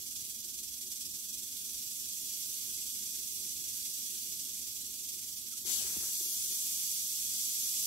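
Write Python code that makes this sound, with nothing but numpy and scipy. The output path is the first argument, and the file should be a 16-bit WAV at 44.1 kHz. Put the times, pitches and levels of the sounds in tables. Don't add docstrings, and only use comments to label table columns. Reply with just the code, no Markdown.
import sys
import numpy as np
from scipy import signal
from scipy.fft import rfft, irfft, next_fast_len
from scipy.io import wavfile
from scipy.ndimage import uniform_filter1d

SR = 44100
rng = np.random.default_rng(int(sys.argv[2]) if len(sys.argv) > 2 else 0)


def amplitude_ratio(level_db):
    exponent = np.asarray(level_db, float) / 20
    return 10 ** exponent


def inscribe(sig):
    pcm = np.round(np.clip(np.atleast_2d(sig).T, -1, 1) * 32767)
    wavfile.write(sys.argv[1], SR, pcm.astype(np.int16))


N = 346626
SIZE = next_fast_len(N + SR // 2)
HZ = np.arange(SIZE // 2 + 1) * SR / SIZE + 1e-3
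JOIN_HZ = 7570


# (time [s], rate [swings/s])
TAIL_SPEED = [
    (0, 22.0),
    (.3, 20.94),
    (1.3, 21.57),
    (2.1, 23.66),
    (2.5, 24.99),
    (3.1, 24.18),
    (4.2, 23.87),
    (4.7, 21.87),
    (5.7, 20.12),
    (7.86, 20.12),
]
# (time [s], level [dB])
ALARM_EFFORT = [
    (0, -0.5),
    (5.64, 0.5),
    (5.73, 5),
    (6.0, 5.5),
    (6.9, 7),
    (7.12, 6),
    (7.86, 8.5),
]
# (frequency [Hz], level [dB per Hz])
SEGMENT_COLOUR = [(650, -34), (1000, -30.5), (1500, -26), (1750, -25), (2040, -24), (2190, -19.5),
                  (3050, -11), (3340, -6.5), (4260, -6.5), (4760, -3), (5240, -5), (5600, 0), (6000, 1.5),
                  (6490, 0.5), (7100, -2.5), (7600, 1.5), (8300, -4), (10200, -4), (11700, 0), (12600, -5),
                  (15600, -7)]
# (frequency [Hz], left minus right [dB])
FIRST_BALANCE = [(1000, -2), (2400, 0), (4400, -4), (7400, -3), (7900, -4.5), (8600, -3.5), (9300, -3.5),
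                 (10000, -3.5), (10700, -12.5), (11400, -6.5), (13400, -5.2), (14100, -5), (15500, -5.5)]
# (frequency [Hz], width [Hz], lift [dB])
RIGHT_MODES = [(1180, 92, 6.2), (1510, 150, 7.7), (1860, 70, 6), (1965, 30, 7), (2140, 50, 6),
               (2270, 40, 3), (2400, 64, 3.3), (2570, 85, 2.6), (2720, 50, 5), (2810, 50, 5), (2890, 30, 4),
               (3090, 130, 2.3), (3330, 55, 7.1), (3430, 53, 5.4), (3740, 68, 4.3), (3970, 58, 6.7),
               (4070, 41, 7.3), (4210, 61, 9.8), (4340, 60, 6.0), (4480, 67, 4.2), (4590, 56, 8.0),
               (4790, 51, 7.4), (4880, 43, 6.5), (5050, 45, 5.2), (5370, 43, 5.4), (5570, 91, 6.8),
               (5790, 54, 4.6), (5890, 30, 4.9), (6000, 46, 6.3), (6070, 54, 5.8), (6260, 80, 2.4),
               (6440, 123, 2.0), (6600, 150, 3.2), (6860, 58, 3.0), (6990, 39, 1.9), (7180, 45, 3.9),
               (7470, 46, 6.0), (7700, 32, 3.6), (8060, 41, 6.5), (8480, 90, 2.8), (8680, 76, 6.7),
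               (8790, 41, 5.5), (9000, 50, 3.0), (9100, 113, 1.9), (9580, 54, 4.7), (9780, 91, 3.7),
               (9970, 48, 1.4), (10190, 81, 3.5), (10610, 40, 3.1), (11020, 87, 3.8), (11320, 53, 2.2),
               (11470, 97, 2.7), (11820, 48, 6.6), (12050, 51, 3.4), (12310, 45, 4.0), (12550, 43, 1.4),
               (12670, 73, 2.1), (12810, 60, 2.6)]
# (frequency [Hz], width [Hz], lift [dB])
LEFT_MODES = [(1210, 85, 1.3), (1530, 85, 6.7), (1880, 70, 3), (1965, 35, 6), (2140, 50, 8),
              (2410, 53, 4.7), (2560, 75, 5.0), (2810, 34, 3.8), (2900, 49, 4.3), (2980, 74, 3.5),
              (3080, 46, 2.9), (3170, 61, 2.3), (3350, 53, 4.9), (3620, 73, 3.2), (3790, 44, 3.8),
              (3880, 41, 1.5), (4030, 127, 6.3), (4190, 63, 5.8), (4450, 127, 6.4), (4770, 94, 8.4),
              (5030, 67, 2.3), (5240, 48, 4.5), (5390, 38, 5.2), (5470, 40, 5.4), (5620, 60, 7.4),
              (5950, 122, 6.0), (6270, 33, 5.1), (6440, 57, 7.4), (6550, 31, 2.6), (6660, 94, 4.5),
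              (6820, 54, 6.6), (6990, 52, 5.8), (7130, 83, 4.6), (7250, 48, 4.4), (7540, 82, 4.0)]


def first_rattle():
    idle_per_s, idle_db, db_per_swing = 20.86, -39, 0.78
    idle_depth, depth_loss = 0.49, 3.4
    first_swing = .52
    lag_s = .00086
    per_s, = in_time(TAIL_SPEED)
    effort_db = db_per_swing * (per_s - idle_per_s) + in_time(ALARM_EFFORT)[0]
    depth = idle_depth * amplitude_ratio(-depth_loss * np.maximum(effort_db, 0))
    swing = np.cos(2 * np.pi * (first_swing + np.cumsum(per_s) / SR))
    uneven_db = (-0.18 + 0.64 * depth) * flutter(35) + (1.1 + 2.4 * depth) * flutter(110)
    throb = np.sqrt(np.clip(1 + 2.02 * depth * swing, .05, 3)) * amplitude_ratio(uneven_db)

    right_db = ridges_db(RIGHT_MODES)
    left_db = np.where(HZ > JOIN_HZ, right_db, ridges_db(LEFT_MODES))
    sides = amplitude_ratio(on_grid(FIRST_BALANCE) * [[1], [0]])
    colour = amplitude_ratio(on_grid(SEGMENT_COLOUR) + np.array([left_db, right_db])) * sides

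    tip_from_hz, tip_throb_share = 9600, .4
    buzz = swept(9000, 3.2, throb, 0.14, 4.8, lag_s, count=2)
    tip = swept(9000, 3.2, throb ** tip_throb_share, 0.27, 4.8, lag_s, count=1)
    tip_share = .7 / (1 + (tip_from_hz / HZ) ** 8)
    heard = through(buzz, colour * np.sqrt(1 - tip_share))
    heard = heard + through(tip, colour * np.sqrt(2 * tip_share))
    return amplitude_ratio(idle_db + effort_db) * heard / np.std(heard[1])


# (frequency [Hz], level [dB per Hz])
SECOND_COLOUR = [(1060, -50), (1950, -32), (2250, -15), (3150, -3), (5280, 1), (6040, 4.5), (7640, 5),
                 (8600, -4), (10600, 2), (11700, 5.5), (12600, -1), (15600, -3)]
# (frequency [Hz], width [Hz], lift [dB])
CORNER_MODES = [(2290, 104, 4.2), (3080, 50, 2.6), (3350, 54, 6.0), (3660, 91, 2.7), (3790, 73, 3.2),
                (4190, 58, 1.1), (4430, 53, 2.7), (4510, 37, 3.3), (4760, 92, 5.9), (4930, 54, 2.2),
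                (5230, 62, 1.3), (5670, 35, 6.7), (5910, 126, 5.0), (6090, 52, 3.8), (6300, 47, 2.5),
                (6450, 88, 5.1), (6660, 62, 6.2), (6800, 47, 6.3), (6920, 40, 2.4), (7040, 34, 3.6),
                (7240, 49, 4.0), (7380, 75, 1.9), (7560, 65, 5.9), (7730, 62, 6.8), (7990, 41, 2.7),
                (8070, 45, 3.2), (8480, 49, 4.0), (8660, 99, 6.7), (9020, 131, 1.9), (9450, 35, 2.6),
                (10190, 73, 2.4), (10310, 55, 6.7), (10480, 91, 4.9), (10620, 42, 3.4), (11530, 63, 4.0),
                (11760, 100, 2.7), (12190, 50, 1.5), (12560, 52, 2.8)]
# (time [s], level under its peak [dB])
BURST_ENVELOPE = [
    (5.6, -60),
    (5.64, -22),
    (5.66, -7),
    (5.693, 0),
    (5.75, -.6),
    (5.8, -2.5),
    (5.83, -7),
    (5.88, -12),
    (6.0, -30),
]
# (time [s], level at the left microphone [dB], share of treble [0-1])
AFTER_BUZZ = [
    (5.7, -71, 0.8),
    (5.88, -38, 1),
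    (6.3, -36, 0.98),
    (6.55, -37.5, 1),
    (6.9, -38.5, 0.4),
    (7.1, -40.5, 0),
    (7.5, -36.5, .15),
    (7.86, -38, 0.2),
]


def second_rattle():
    burst_peak_db, right_db = -28, -12.5
    burst_dull_hz, after_thin_hz, away_dull_hz = 12000, 5300, 10200
    buzz = swept(8000, 3.7, amplitude_ratio(.8 * flutter(41)), 0.12, 4.9, -0.00064, count=2)
    heard = rms_one(through(buzz, amplitude_ratio(on_grid(SECOND_COLOUR) + ridges_db(CORNER_MODES))))
    burst_db = burst_peak_db + np.interp(np.arange(N) / SR, *np.transpose(BURST_ENVELOPE), right=-60)
    after_db, treble = in_time(AFTER_BUZZ)
    burst, after, treble = amplitude_ratio(burst_db), amplitude_ratio(after_db), np.clip(treble, 0, 1)
    full = through(heard, 1 / np.sqrt(1 + (HZ / burst_dull_hz) ** 4))
    thin = through(heard, 1 / np.sqrt(1 + (after_thin_hz / HZ) ** 8))
    away = through(thin, 1 / np.sqrt(1 + (HZ / away_dull_hz) ** 12))
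    steady = treble * thin + (1 - treble) * away
    both = (burst ** 2 * full + after ** 2 * steady) / np.hypot(burst, after)
    return amplitude_ratio(np.array([[0], [right_db]])) * both


# (frequency [Hz], level [dB per Hz])
FRICTION_COLOUR = [(35, -19), (60, 1), (96, -3), (133, -11.5), (367, -2), (509, -10.5), (879, -11.5),
                   (2500, -7.5), (3250, -38), (5500, -120)]


def slide():
    start_s, slide_db, sag_db_per_s = 5.628, -56.5, 14.5
    grains = clicks(2500, 2.1) * amplitude_ratio(1.6 * drift(28))
    opposed = np.where(HZ > 330, [[1], [-1]], 1)
    heard = through(grains, amplitude_ratio(on_grid(FRICTION_COLOUR)) * tank(0.03, 0.0) * opposed)
    sag_db = sag_db_per_s * np.clip(np.arange(N) / SR - start_s, 0, 1)
    push_db = slide_db - sag_db + swell_db(start_s, 0.047, 0.42, 0.033, range_db=22.0)
    settle_db = -72 + swell_db(6.18, .03, 0.25, 0.62, range_db=18.0)
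    level = np.hypot(amplitude_ratio(push_db + 4.5), amplitude_ratio(settle_db))
    return level * amplitude_ratio(np.array([[3], [-5]])) * rms_one(heard)


# (time [s], peak [dB], first pitch [Hz], last pitch [Hz], decay to -60 dB [s])
WALL_KNOCKS = [(5.53, -53, 1340, 1330, 0.083), (5.649, -42.5, 400, 344, 0.087),
               (5.681, -47, 410, 377, 0.055), (5.735, -48, 300, 200, .05), (5.784, -47, 270, 250, .05),
               (5.803, -49, 830, 700, 0.057), (5.816, -45, 700, 536, 0.045), (5.83, -48, 110, 90, .06),
               (5.844, -44.5, 377, 375, 0.07), (5.966, -30.5, 517, 141, 0.042),
               (5.98, -45.5, 100, 85, 0.055), (6.001, -48, 420, 400, .04), (6.061, -55, 446, 397, 0.034),
               (6.26, -48, 362, 332, 0.054), (6.206, -39, 385, 340, 0.046)]


def knocks():
    right_db = -25
    out, t = np.zeros((2, N)), np.arange(SR // 8) / SR

    def ring(phase, t60, attack_s):
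        return np.sin(phase) * amplitude_ratio(-60 * t / t60) * (1 - np.exp(-t / attack_s))

    thud = 0.21 * ring(2 * np.pi * 90 * t, 0.089, 0.0064)
    crack = 0.24 * ring(2 * np.pi * 800 * t, 0.014, 0.001)
    for s, db, first_hz, last_hz, t60 in WALL_KNOCKS:
        hz = last_hz + (first_hz - last_hz) * np.exp(-t / 0.0052)
        wall = ring(2 * np.pi * np.cumsum(hz) / SR, t60, 0.0048)
        at = round(s * SR)
        out[:, at:at + len(t)] += amplitude_ratio(db + 4.0 + np.array([[0], [right_db]])) * (wall + thud + crack)
    return out


# (frequency [Hz], level [dB per Hz])
HUM_COLOUR = [(12, -62), (20, -30), (27, -25), (38, -27), (53, -6.5), (96, -10), (125, -11), (225, -13),
              (300, -4.5), (325, -12), (375, -28), (406, -10), (456, -16.5), (733, -14.5), (795, -35),
              (1000, -26), (1300, -48), (2200, -120)]
# (frequency [Hz], width [Hz], level [dB])
ROOM_MODES = [(58.3, 4.6, -7), (73, 6, 1), (90, 7, 2), (108, 8, 0), (141, 7, -3), (173, 10, -3),
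              (195, 10, 0), (219, 7, 1), (237, 13, 2.5), (268, 7, -2), (281, 6, -1), (338, 9, -6),
              (357, 8, -4), (372, 10, 2.5), (407, 8, -12), (450, 8, -11), (475, 6, -12)]
# (frequency [Hz], likeness [-1 to 1])
CHANNEL_LIKENESS = [(25, .45), (55, .87), (120, .68), (190, .92), (250, .82), (285, .6), (315, .1),
                    (345, .65), (380, .6), (410, -.25), (445, -.5), (520, -.2), (650, -.55), (750, -.2)]
# (frequency [Hz], left minus right [dB])
HUM_BALANCE = [(25, 2), (55, 0), (110, -1), (200, 2.5), (290, -3), (350, -1.5), (420, 0.5), (600, 2),
               (730, -2)]


def hum():
    hum_db, mains_hz, mains_db = -64, 59.8, -78
    alike = np.clip(on_grid(CHANNEL_LIKENESS), -1, 1)
    colour = resonances(on_grid(HUM_COLOUR), ROOM_MODES, 0)
    mid, side = through(rng.standard_normal((2, N)), colour * np.sqrt([1 + alike, 1 - alike]))
    mains = np.sin(2 * np.pi * mains_hz * np.arange(N) / SR)
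    mains = mains * amplitude_ratio(mains_db + 2 + 3.1 * drift(5.1))
    balance = amplitude_ratio(on_grid(HUM_BALANCE) * [[.5], [-.5]])
    rumble = rms_one(through(np.array([mid + side, mid - side]), balance))
    return amplitude_ratio(hum_db + 1.0 * drift(15.0)) * rumble + mains * amplitude_ratio(np.array([[-1.5], [1.5]]))


def swept(per_s, spread_db, throb, t60, wet_db, lag_s, count):
    places = range(count)
    return sum(through(throb * clicks(per_s, spread_db), tank(t60, wet_db, lag_s)) for _ in places)


def clicks(per_s, spread_db):
    sizes = amplitude_ratio(spread_db * np.minimum(rng.exponential(1, N), 5)) * rng.choice([-1, 1], N)
    return rms_one(sizes * (rng.random(N) < per_s / SR))


def tank(t60, wet_db, lag_s=0):
    t = np.arange(SR // 4) / SR
    echoes = rng.standard_normal((2, len(t))) * amplitude_ratio(-60 * t / t60) * (t > .002)
    echoes *= amplitude_ratio(wet_db) / np.sqrt(np.sum(echoes ** 2, axis=1, keepdims=True))
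    direct = np.exp(-2j * np.pi * HZ * lag_s * np.array([[1], [0]]))
    paths = direct + rfft(echoes, SIZE)
    paths /= np.sqrt(uniform_filter1d(np.abs(paths) ** 2, size=300, axis=-1))
    return np.where(HZ > JOIN_HZ, paths[1], paths)


def ridges_db(peaks):
    hz = np.arange(0, SR / 2, 10)
    lift_db = sum(db / (1 + (2 * (hz - at_hz) / width) ** 2) for at_hz, width, db in peaks)
    return np.interp(HZ, hz, lift_db - uniform_filter1d(lift_db, size=65))


def resonances(colour_db, peaks, lift_db):
    rings = sum(amplitude_ratio(db + lift_db) ** 2 / (1 + (2 * (HZ - hz) / width) ** 2) for hz, width, db in peaks)
    return np.sqrt(amplitude_ratio(colour_db) ** 2 + rings)


def through(x, response):
    run_in = x[..., SIZE - N - 1::-1]
    return irfft(rfft(np.concatenate([x, run_in], axis=-1)) * response, SIZE)[..., :N]


def drift(rate):
    r = np.exp(-80 * np.pi * rate / SR)
    slow = signal.lfilter([1], [1, -2 * r, r * r], rng.standard_normal(N // 40 + 2002))[2000:]
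    return np.interp(np.arange(N) / 40, np.arange(len(slow)), rms_one(slow))


def flutter(rate):
    chance = drift(rate)
    return rms_one(chance - uniform_filter1d(chance, size=SR // 12))


def swell_db(start_s, attack_s, hold_s, release_s, range_db):
    edges = start_s + np.cumsum([-.02, .02, attack_s, hold_s, release_s, .1])
    return np.interp(np.arange(N) / SR, edges, [-60, -range_db, 0, 0, -range_db, -60])


def rms_one(x):
    return x / np.sqrt(np.mean(x ** 2) + 1e-20)


def in_time(rows):
    s, *columns = np.transpose(rows)
    return [np.interp(np.arange(N) / SR, s, c) for c in columns]


def on_grid(points):
    hz, value = np.transpose(points)
    return np.interp(np.log(HZ), np.log(hz), value)


def scene():
    return first_rattle() + second_rattle() + slide() + knocks() + hum()


# (frequency [Hz], level under which a band is dropped [dB])
MASKING_LIMIT = [(380, -14), (520, -4), (800, -2), (1300, -1), (1600, -2), (1850, -0.5), (2050, -3),
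                 (2600, -2), (3100, -3), (3500, -18)]
# (frequency [Hz], exponent on loudness [1])
MASKING_GROWTH = [(600, .7), (900, .85), (1700, 1.05), (3000, 1.15)]


def masked_valley(hz, both):
    trio = np.array([both[0], both[1], (both[0] + both[1]) / 2])
    band = np.minimum(np.arange(len(hz)) // 4 * 4 + 2, len(hz) - 1)
    power = uniform_filter1d(np.abs(trio) ** 2, size=4, axis=-2)
    power = uniform_filter1d(power, size=2, axis=-1)[:, band]
    power = np.array([power[0] + power[1], power[2]])
    growth = np.interp(hz, *np.transpose(MASKING_GROWTH))[:, None]
    loudness = uniform_filter1d(power[0].sum(axis=0), size=5) ** growth
    usual = np.median(power / loudness, axis=-1, keepdims=True) * loudness
    limit = amplitude_ratio(np.interp(hz, *np.transpose(MASKING_LIMIT)))[:, None] ** 2
    sides_kept, sum_kept = power > limit * usual
    return (both - trio[2] * ~sum_kept) * sides_kept


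def joined_treble(x):
    frame, frame_start, band_bins, cutoff_hz = 2048, 297, 32, 15750
    pan_step_db, centred_db, pan_jitter_db = 1.5, 2.2, .8
    flip_share, flip_lean_db = .085, -3
    lead = frame // 2 - frame_start
    hz, _, both = signal.stft(np.pad(x, ((0, 0), (lead, 0))), SR, nperseg=frame)

    def banded(power):
        bands = power[..., :-1, :].reshape(*power.shape[:-2], -1, band_bins, power.shape[-1])
        return bands.mean(axis=-2) + 1e-18

    mid = both.mean(axis=0)
    left, right = banded(np.abs(both) ** 2)
    jitter, dice = rng.standard_normal(left.shape), rng.random(left.shape)
    pan_db = 10 * np.log10(left / right)
    evenness = amplitude_ratio(-uniform_filter1d(pan_db, size=9, axis=-1) ** 2)
    flipped = dice < flip_share * (.06 + evenness)
    pan_db = pan_step_db * np.round((pan_db + pan_jitter_db * jitter) / pan_step_db)
    pan = amplitude_ratio(pan_db * (np.abs(pan_db) > centred_db) + flip_lean_db * flipped)
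    right_share = np.sqrt((left + right) / banded(np.abs(mid) ** 2) / (1 + pan ** 2))
    share = np.array([pan * right_share, np.where(flipped, -1, 1) * right_share])
    share = share[:, np.minimum(np.arange(len(hz)) // band_bins, len(left) - 1)]
    kept = np.where(hz[:, None] > JOIN_HZ, mid * share, masked_valley(hz, both))
    kept = kept * (hz[:, None] < cutoff_hz)
    return signal.istft(kept, SR, nperseg=frame)[1][:, lead:lead + N]


def low_pass(x):
    return signal.sosfilt(signal.butter(12, 16810, fs=SR, output="sos"), x)


def record(dry):
    mix = joined_treble(dry)
    return low_pass(mix)


dry = scene()
out = record(dry)
inscribe(out)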